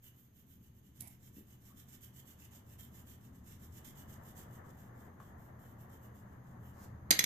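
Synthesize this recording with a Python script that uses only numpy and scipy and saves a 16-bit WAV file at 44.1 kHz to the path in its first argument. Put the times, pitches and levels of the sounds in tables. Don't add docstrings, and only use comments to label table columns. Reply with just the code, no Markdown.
import sys
import numpy as np
from scipy import signal
from scipy.fft import rfft, irfft, next_fast_len
from scipy.io import wavfile

SR = 44100
rng = np.random.default_rng(int(sys.argv[2]) if len(sys.argv) > 2 else 0)


def store_wav(level_fs):
    pcm = np.round(np.clip(np.atleast_2d(level_fs), -1, 1) * 32767)
    wavfile.write(sys.argv[1], SR, pcm.T.astype(np.int16))


N = 319725
TIME = np.arange(N) / SR
LEFT_RIGHT = np.array([[1], [-1]])

# start in seconds,
# relative level in dB, extra sizzle over body in dB, share of the stroke at which it is fastest.
STROKES = [(0.003, -59.0, 3.5, 0.53), (0.115, -69, 5.5, 0.33), (0.325, -66, 3.5, 0.49),
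           (0.445, -65.0, 4.5, 0.61), (0.586, -68.5, 0, 0.56), (0.708, -73, 4, 0.85),
           (0.808, -69.5, -1, 0.51), (0.926, -63, -2, 0.66), (1.056, -64, 0, 0.49), (1.181, -62, -1.5, 0.6),
           (1.312, -61, 3, 0.59), (1.433, -65, -1.5, 0.55), (1.583, -62, -1, 0.68),
           (1.735, -60.5, -1.5, 0.49), (1.853, -58.5, -2.5, 0.71), (1.981, -57.5, -0.5, 0.45),
           (2.112, -60.0, -1, 0.64), (2.235, -59.0, 0.0, 0.48), (2.359, -59, -2.5, 0.58),
           (2.489, -60.0, -2.5, 0.36), (2.629, -61, -1.5, 0.97), (2.764, -56.0, 1.5, 0.31),
           (2.9, -59.5, -0.5, 0.55), (3.044, -58.5, -1.5, 0.42), (3.178, -67.5, -2, 0.49),
           (3.319, -69.5, -2.5, 0.36), (3.422, -59, -3.5, 0.59), (3.579, -62, -1.5, 0.48),
           (3.696, -57.5, -3, 0.73), (3.809, -56, -3, 0.48), (3.935, -59, -2.5, 0.42),
           (4.062, -60, -2, 0.42), (4.187, -60, -1, 0.99), (4.325, -58.5, -1.5, 0.55),
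           (4.464, -64, -0.5, 0.7), (4.605, -66.5, -5, 0.95), (4.714, -67, -1, 0.43),
           (4.921, -69.5, -1, 0.41), (5.119, -78, -1.0, 0.57), (5.155, -69, -2, 0.34),
           (5.351, -69.5, 0, 0.46), (5.523, -68, 1, 0.51), (5.77, -66, 3, 0.45), (5.868, -65.0, 1, 0.61),
           (5.992, -65.5, 2, 0.54), (6.095, -69.5, -2, 0.62), (6.244, -77.5, -2, 0.38),
           (6.397, -76.5, -5, 0.5), (6.568, -67.5, 1, 0.7)]
LIFT_OFF_S = 6.73
# frequency in Hz, coherence (1 = alike).
LIKENESS = [(30, 0.9), (120, 0.98), (290, 0.94), (640, 0.064), (1400, 0.013), (14000, 0.079)]


def from_db(db):
    return 10 ** (np.asarray(db) / 20)


def rms_one(x):
    return x / np.sqrt(np.mean(x ** 2) + 1e-20)


def in_time(rows):
    seconds, *columns = np.transpose(rows)
    return [np.interp(TIME, seconds, column) for column in columns]


def at_hz(points, hz):
    f, value = np.transpose(points)
    return np.interp(np.log(np.maximum(hz, 1)), np.log(f), value)


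def filtered(x, gain):
    size = next_fast_len(N + SR // 10)
    hz = np.arange(size // 2 + 1) * SR / size
    return irfft(rfft(x, size) * gain(hz), size)[..., :N]


def coloured(x, spectrum):
    return rms_one(filtered(x, lambda hz: from_db(at_hz(spectrum, hz))))


def drift(rate):
    knots = rng.standard_normal(N // 20)
    return rms_one(np.interp(TIME * rate, np.arange(len(knots)), knots))


def resonance(f, hz, width_hz):
    return 1 / (1 + (2 * (f - hz) / width_hz) ** 2)


def resonant_noise(hz, width_hz):
    return rms_one(filtered(rng.standard_normal(N), lambda f: resonance(f, hz, width_hz)))


def gliding_noise(hz, width_hz):
    a, b = filtered(rng.standard_normal((2, N)), lambda f: resonance(f, 0, width_hz))
    phase = 2 * np.pi * np.cumsum(hz) / SR
    return rms_one(a * np.cos(phase) + b * np.sin(phase))


def scattered(likeness):
    share = np.clip(likeness, 0, 1)
    common = np.sqrt(share) * rng.standard_normal(N)
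    return common + np.sqrt(1 - share) * rng.standard_normal((2, N))


def diffuse(spectrum):
    def gain(hz):
        likeness = np.clip(at_hz(LIKENESS, hz), -1, 1)
        return from_db(at_hz(spectrum, hz)) * np.sqrt(1 + likeness * LEFT_RIGHT)
    mid, side = filtered(rng.standard_normal((2, N)), gain)
    return rms_one(np.array([mid + side, mid - side]))


def placed(x, pan_db, lag_ms):
    lag_s = np.array([[lag_ms], [0]]) / 1000
    pair = filtered(x, lambda hz: np.exp(-2j * np.pi * hz * lag_s))
    return pair * from_db(pan_db * LEFT_RIGHT / 2)


def decay(s, t60, attack_s):
    out, start = np.zeros(N), int(s * SR)
    t = TIME[:min(SR // 4, N - start)]
    out[start:start + len(t)] = np.minimum(t / attack_s, 1) * from_db(-60 * t / t60)
    return out


def swell(start_s, peak_s, rise_db_per_s, release_s, attack_s=0.0046):
    onset = np.clip((TIME - start_s) / attack_s, 0, 1)
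    rise = rise_db_per_s * (TIME - peak_s)
    fall = -60 * (TIME - peak_s) / release_s
    return onset * from_db(np.maximum(np.minimum(rise, fall), -120))


def struck(s, modes, spread_db):
    out, start = np.zeros(N), int(s * SR)
    t = TIME[:min(SR // 3, N - start)]
    for hz, db, t60 in modes:
        strength_db = db + spread_db * rng.standard_normal()
        out[start:start + len(t)] += from_db(strength_db - 60 * t / t60) * np.sin(2 * np.pi * hz * t)
    return out


def background(rumble_db=1.5, rush_db=2.5, hiss_db=-76, waver_db=0.66, rush_waver_db=1.28):
    # time in seconds, level in dB before the shift set above.
    rumble_course = [(0, -67.5), (.7, -61), (2.4, -60.5), (2.9, -57), (4.2, -55.5), (5.6, -56.5),
                     (7.1, -54)]
    rush_course = [(0, -83.5), (.9, -84.5), (2.75, -72.5), (3.6, -72), (4.2, -64), (5.9, -65), (7.1, -65)]
    # frequency in Hz, relative level in dB per Hz.
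    rumble_colour = [(20, -12), (50, -13.5), (66, -4), (88, 3), (100, -10.5), (116, 4.5), (150, -7.5),
                     (190, -5), (235, -7.5), (330, -17.5), (470, -26.5), (900, -59.5)]
    rush_colour = [(150, -8.5), (350, 2), (700, 3), (1150, 1.5), (1450, -4), (1800, -3), (2100, -11),
                   (2500, -24.5), (4000, -43)]
    hiss_colour = [(300, 8), (1000, -1), (2400, -0.5), (3000, -1.5), (4500, -6), (5900, -10.5), (6450, 6),
                   (7300, -11), (8800, -17), (10500, -6.5), (12300, 1), (14500, -0.5)]
    rumble_level_db = in_time(rumble_course)[0] + rumble_db + waver_db * drift(6.8)
    rumble = from_db(rumble_level_db) * diffuse(rumble_colour)
    rush_level_db = in_time(rush_course)[0] + rush_db + rush_waver_db * drift(20)
    rush = from_db(rush_level_db) * diffuse(rush_colour)
    hiss = from_db(hiss_db) * diffuse(hiss_colour)
    return rumble + rush + placed(hiss, pan_db=1.0, lag_ms=0)


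def hand_motion(turn_speed=0.17):
    starts, _, _, fastest = np.transpose(STROKES)
    turns = np.r_[starts, LIFT_OFF_S]
    fastest_s = starts + np.clip(fastest, 0, 1) * np.diff(turns)
    moments = np.sort(np.r_[turns, fastest_s])
    progress = np.interp(TIME, moments, np.arange(len(moments)) / 2)
    speed = np.hypot(np.sin(np.pi * progress), turn_speed) * (TIME < LIFT_OFF_S)
    return np.minimum(progress.astype(int), len(STROKES) - 1), speed


def contact(ease_s=0.049, bite_s=.008, ease_db=-13):
    # Moments, in seconds, at which the tip is back in the paper.
    bites = [0.021, 2.008, 2.256, 2.51, 2.788, 3.846, 4.354, 4.644, 5.202, 5.38, 5.591]
    eased = sum(np.interp(TIME, [s - ease_s, s - bite_s, s], [0, 1, 0]) for s in bites)
    return from_db(ease_db * np.sqrt(eased))


def near_echoes(x, count=4, echo_db=-13, sway_s=.00004):
    out, samples = x.copy(), np.arange(N)
    for side in range(2):
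        swaying = np.interp(samples - sway_s * SR * drift(8), samples, x[side])
        for lag in (rng.uniform(0.000598, .004, count) * SR).astype(int):
            out[side, lag:] += from_db(echo_db) * swaying[:N - lag]
    return out / np.sqrt(1 + count * from_db(echo_db) ** 2)


def shaft_rasp(pulling, grip):
    push_hz, pull_hz, width_hz, wander_hz = 2950, 3120, 420, 80
    push_db, pull_db, spread_db = -14.5, -17.5, 1.5
    hz = np.where(pulling, pull_hz, push_hz) + wander_hz * drift(10)
    level_db = np.where(pulling, pull_db, push_db) + spread_db * grip
    return gliding_noise(hz, width_hz) * from_db(level_db)


def shading(sharpness=1.17, grain_db=1.0, grip_db=1.5, level_db=0.57, sizzle_hz=10800, wander_db=0.7):
    # frequency in Hz, relative level in dB per Hz.
    rub_colour = [(300, 2), (900, -14), (1900, -3.5), (2500, -10.5), (2950, -9), (3500, -6.5),
                  (4500, -13.5), (5300, -8), (5800, -5.5), (6400, -4.5), (7600, -2), (8200, -6),
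                  (10000, -7.5), (11200, -4), (12200, 3.5), (14500, 3.5)]
    _, db, sizzle_db, _ = np.transpose(STROKES)
    stroke, speed = hand_motion()
    grip = rng.standard_normal(len(db))[stroke]
    pressure = from_db(db[stroke] + grip_db * drift(90)) * contact()
    snags = rng.random(N) < 12000 * speed / SR
    snags = snags * from_db(grain_db * np.minimum(rng.exponential(1, N), 4))
    rub = coloured(snags * scattered(likeness=0.16), rub_colour)
    sizzle = filtered(rub, lambda hz: 1 / (1 + (sizzle_hz / np.maximum(hz, 1)) ** 10))
    body = rub - sizzle
    edge = from_db((sizzle_db[stroke] + wander_db * drift(32)) / 2)
    rasp = placed(shaft_rasp(stroke % 2, grip) * speed, pan_db=0.5, lag_ms=-0.051)
    rub = near_echoes(sizzle * edge + body / edge + rasp)
    return placed(from_db(level_db) * rub * pressure * speed ** sharpness, pan_db=-2.5, lag_ms=0.159)


def ticks(t60=0.011, ring_cycles=26, rise_cycles=3):
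    # start in seconds, level in dB, centre frequency in Hz.
    snaps = [(1.0052, -45, 12500), (1.006, -57, 3100), (1.006, -53, 5300), (1.0071, -46, 11100),
             (1.008, -34, 12100), (1.016, -44, 12500), (1.0216, -44, 11600), (1.074, -46, 12100),
             (1.076, -54, 11100), (1.08, -47, 12000), (1.083, -55, 11100), (5.202, -68, 12000)]
    out, t = np.zeros(N), TIME[:SR // 10]
    f = np.arange(len(t) // 2 + 1) * SR / len(t)
    for s, db, hz in snaps:
        noise = rfft(rng.standard_normal(len(t)))
        snap = rms_one(irfft(noise * resonance(f, hz, hz / 2), len(t)))
        rise = np.minimum(t * hz / rise_cycles, 1)
        start = int(s * SR)
        out[start:start + len(t)] += snap * rise * from_db(db - 60 * t / (t60 + ring_cycles / hz))
    return placed(out, pan_db=-6.0, lag_ms=0.274)


def table_thud(s, low_hz=150, top_hz=600):
    # frequency in Hz, level in dB, t60 in seconds.
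    table_modes = [(188, -9.5, 0.153), (225, -4, 0.048), (300, -5.5, 0.094), (353, 2, 0.026),
                   (455, -9.5, 0.03), (640, -14, .03), (850, -10, 0.027)]
    band = signal.butter(2, [low_hz, top_hz], "band", fs=SR, output="sos")
    return signal.sosfilt(band, struck(s, table_modes, spread_db=1.0) + 1e-18)


def bumps(low_hz=150, attack_s=0.0029, damped_t60=0.088):
    # start in seconds, level in dB, upper edge in Hz.
    blows = [(1.006, -49, 280), (1.022, -48, 250), (1.367, -40.5, 237), (1.382, -45, 337),
             (1.408, -56, 747)]
    thuds = 0
    for s, db, top_hz in blows:
        thuds = thuds + from_db(db) * table_thud(s, low_hz, top_hz) * decay(s, damped_t60, attack_s)
    return placed(thuds, pan_db=0.5, lag_ms=0.091)


def creak(grit_db=-3, slips_per_s=900, slip_t60=.003, level_db=-65.5):
    # frequency in Hz, width in Hz, level in dB.
    creak_modes = [(840, 460, -3.5), (2180, 410, -5.5), (4000, 2800, -14), (11000, 600, -4)]
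    tone = sum(from_db(db) * resonant_noise(hz, width_hz) for hz, width_hz, db in creak_modes)
    jumps = (rng.random(N) < slips_per_s / SR) + 1e-18
    slips = signal.lfilter([1], [1, -from_db(-60 / (slip_t60 * SR))], jumps)
    grit = from_db(grit_db) * rms_one(slips * resonant_noise(13000, 9000))
    envelope = swell(start_s=1.01, peak_s=1.072, rise_db_per_s=25, release_s=0.036)
    return placed(from_db(level_db) * envelope * (tone + grit), pan_db=-5.5, lag_ms=0.38)


def squeak(width_hz=130):
    # time in seconds, pitch in Hz, level in dB.
    course = [(1.68, 1150, -95), (1.705, 1130, -74), (1.722, 1154, -73), (1.738, 1516, -80),
              (1.76, 1600, -95)]
    hz, db = in_time(course)
    sounding = (TIME > course[0][0]) & (TIME < course[-1][0])
    return placed(sounding * from_db(db) * gliding_noise(hz, width_hz), pan_db=3, lag_ms=0)


def soft_knock(start_s=5.202, knock_db=-54.5, scuff_db=-63, scuff_t60=0.19):
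    # frequency in Hz, level in dB, t60 in seconds.
    knock_modes = [(1120, -2, 0.1), (1180, 1, 0.057), (1309, -2, 0.036), (1630, -14, .03)]
    # frequency in Hz, relative level in dB per Hz.
    scuff_colour = [(600, -11), (1150, 5), (1700, -8), (2300, -19), (3000, -13), (4500, -26)]
    knock = from_db(knock_db) * struck(start_s, knock_modes, spread_db=2.5)
    scuff = from_db(scuff_db) * coloured(rng.standard_normal(N), scuff_colour)
    return placed(knock + scuff * decay(start_s, scuff_t60, attack_s=0.0044), pan_db=0, lag_ms=0)


def sweep(level_db=-56.5):
    # frequency in Hz, relative level in dB per Hz.
    sweep_colour = [(500, -1), (3000, -10.5), (7000, -3), (10000, -10.5), (14500, 1)]
    envelope = swell(start_s=6.73, peak_s=6.845, rise_db_per_s=155, release_s=0.092)
    return from_db(level_db) * envelope * coloured(scattered(likeness=0.17), sweep_colour)


def dropped_crayon(crack_t60=0.019, crack_attack_s=0.00063, echo_s=.016, echo_db=-11):
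    first_bounce_s = 7.15
    # start in seconds, crack level in dB,
    # ring level in dB, thud level in dB, left over right in dB.
    landings = [(7.107, -14.5, -33, -43.5, -3), (7.1108, -13.5, -30.5, -32.5, 2.5),
                (7.19, -18.5, -35, -45, 5), (7.1921, -20, -26.5, -39, -4), (7.2402, -21, -44, -48, -5),
                (7.2411, -31, -29.5, -50, -2)]
    # frequency in Hz, level in the first fall in dB, level in the bounces in dB, t60 in seconds.
    crayon_modes = [(1970, -16, -26, .2), (2135, 0, -8, 0.035), (2400, -15, -12, 0.031),
                    (2770, -12, -9.5, 0.033), (3380, -11, -2.5, 0.039), (4090, -6, -5, .025),
                    (4310, -20, -25, .16), (4600, -19, -14, 0.045), (4860, -8, -14, .035),
                    (6020, -13, -4, 0.051), (6280, 6, 0.5, 0.04), (7230, 1, -14, .022),
                    (7670, -22, -16, .06), (9050, 0, -20, 0.021), (11970, -16, -10, 0.035),
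                    (12520, -8, 0, 0.021)]
    # frequency in Hz,
    # relative level in dB per Hz.
    fall_colour = [(100, -28), (280, -1.5), (700, -1), (1150, -9.5), (1750, -1), (2150, 3), (2600, 4.5),
                   (3100, -1), (4200, 5.5), (4950, 7), (5450, -10), (6200, 6.5), (6700, 0.5), (7250, 11.5),
                   (7800, -12), (8500, -14), (9120, 9), (9600, -5), (10200, -11), (11400, 2), (12000, -4),
                   (12600, 4), (14500, -16)]
    bounce_colour = [(100, -24), (300, -6), (900, -15.5), (2100, 7.5), (2800, -3.5), (4100, 9), (4600, -2),
                     (6100, 9.5), (7000, 5), (8600, -9), (9300, 3), (10600, -6), (12400, 8), (13400, -5),
                     (14500, -1)]
    # frequency in Hz, left over right in dB.
    spot_balance = [(700, 1.5), (1300, -3.5), (2100, 3), (3100, -4), (4150, 11.5), (5000, -5), (5700, 1.5),
                    (7300, 3.5), (9100, -9.5), (11200, 2), (12600, -8), (14000, 3)]
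    fall_crack = coloured(scattered(likeness=0.67), fall_colour)
    bounce_crack = coloured(scattered(likeness=0.67), bounce_colour)
    hits, thuds = 0, 0
    for s, crack_db, ring_db, thud_db, pan_db in landings:
        first = s < first_bounce_s
        modes = [(hz, fall_db if first else bounce_db, t60) for hz, fall_db, bounce_db, t60 in crayon_modes]
        crack = (fall_crack if first else bounce_crack) * decay(s, crack_t60, crack_attack_s)
        ring = struck(s, modes, spread_db=1.5)
        hit = from_db(crack_db) * crack + from_db(ring_db) * ring
        hits = hits + hit * from_db(pan_db * LEFT_RIGHT / 2)
        thuds = thuds + from_db(thud_db) * table_thud(s, top_hz=960)
    hits = filtered(hits, lambda hz: from_db(at_hz(spot_balance, hz) * LEFT_RIGHT / 2))

    def wall(hz):
        return from_db(echo_db) * np.exp(-2j * np.pi * hz * echo_s) / (1 + (hz / 8000) ** 4)
    echo = filtered(hits[::-1], wall)
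    return placed(hits, pan_db=-1.0, lag_ms=0.36) + placed(echo, pan_db=4, lag_ms=0) + thuds


def room(x, early_db=7, early_s=0.11, first_wall_s=0.0083):
    # frequency in Hz, t60 of the room in seconds.
    room_t60 = [(100, 0.41), (2000, 0.67), (6000, 0.23), (14000, 0.25)]
    t, tail = TIME[:SR * 2 // 3], 0
    edges = np.geomspace(80, 16000, 9)
    for low, high in zip(edges, edges[1:]):
        hz = np.sqrt(low * high)
        noise = scattered(at_hz(LIKENESS, hz))[:, :len(t)]
        band = signal.sosfilt(signal.butter(2, [low, high], "band", fs=SR, output="sos"), noise)
        tail = tail + band * from_db(-60 * t / at_hz(room_t60, hz))
    tail = tail * (t > first_wall_s) * (1 + from_db(early_db) * np.exp(-t / early_s))
    return signal.fftconvolve(x, rms_one(tail) / np.sqrt(len(t)), axes=1)[:, :N]


def scene(rub_room_db=-6.0, knock_room_db=-9.0, drop_room_db=-10.0):
    rubbing = shading() + creak() + squeak() + sweep()
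    knocks = ticks() + bumps() + soft_knock()
    drop = dropped_crayon()
    into_room = from_db(rub_room_db) * rubbing + from_db(knock_room_db) * knocks
    into_room = into_room + from_db(drop_room_db) * drop
    return rubbing + knocks + drop + room(into_room) + background()


def record(dry, cutoff_hz=14600):
    # frequency in Hz, left over right in dB.
    balance = [(200, 0.5), (400, 5.5), (800, -0.5), (1300, 3), (1900, 6.5), (2500, -3), (3300, 1),
               (4200, -5.5), (5600, -5), (7400, -9), (9400, -2.5), (12300, -2), (14500, -5)]
    pair = filtered(dry, lambda hz: from_db(at_hz(balance, hz) * LEFT_RIGHT / 2))
    return signal.sosfilt(signal.ellip(12, .1, 80, cutoff_hz, fs=SR, output="sos"), pair)


dry = scene()
out = record(dry)
store_wav(out)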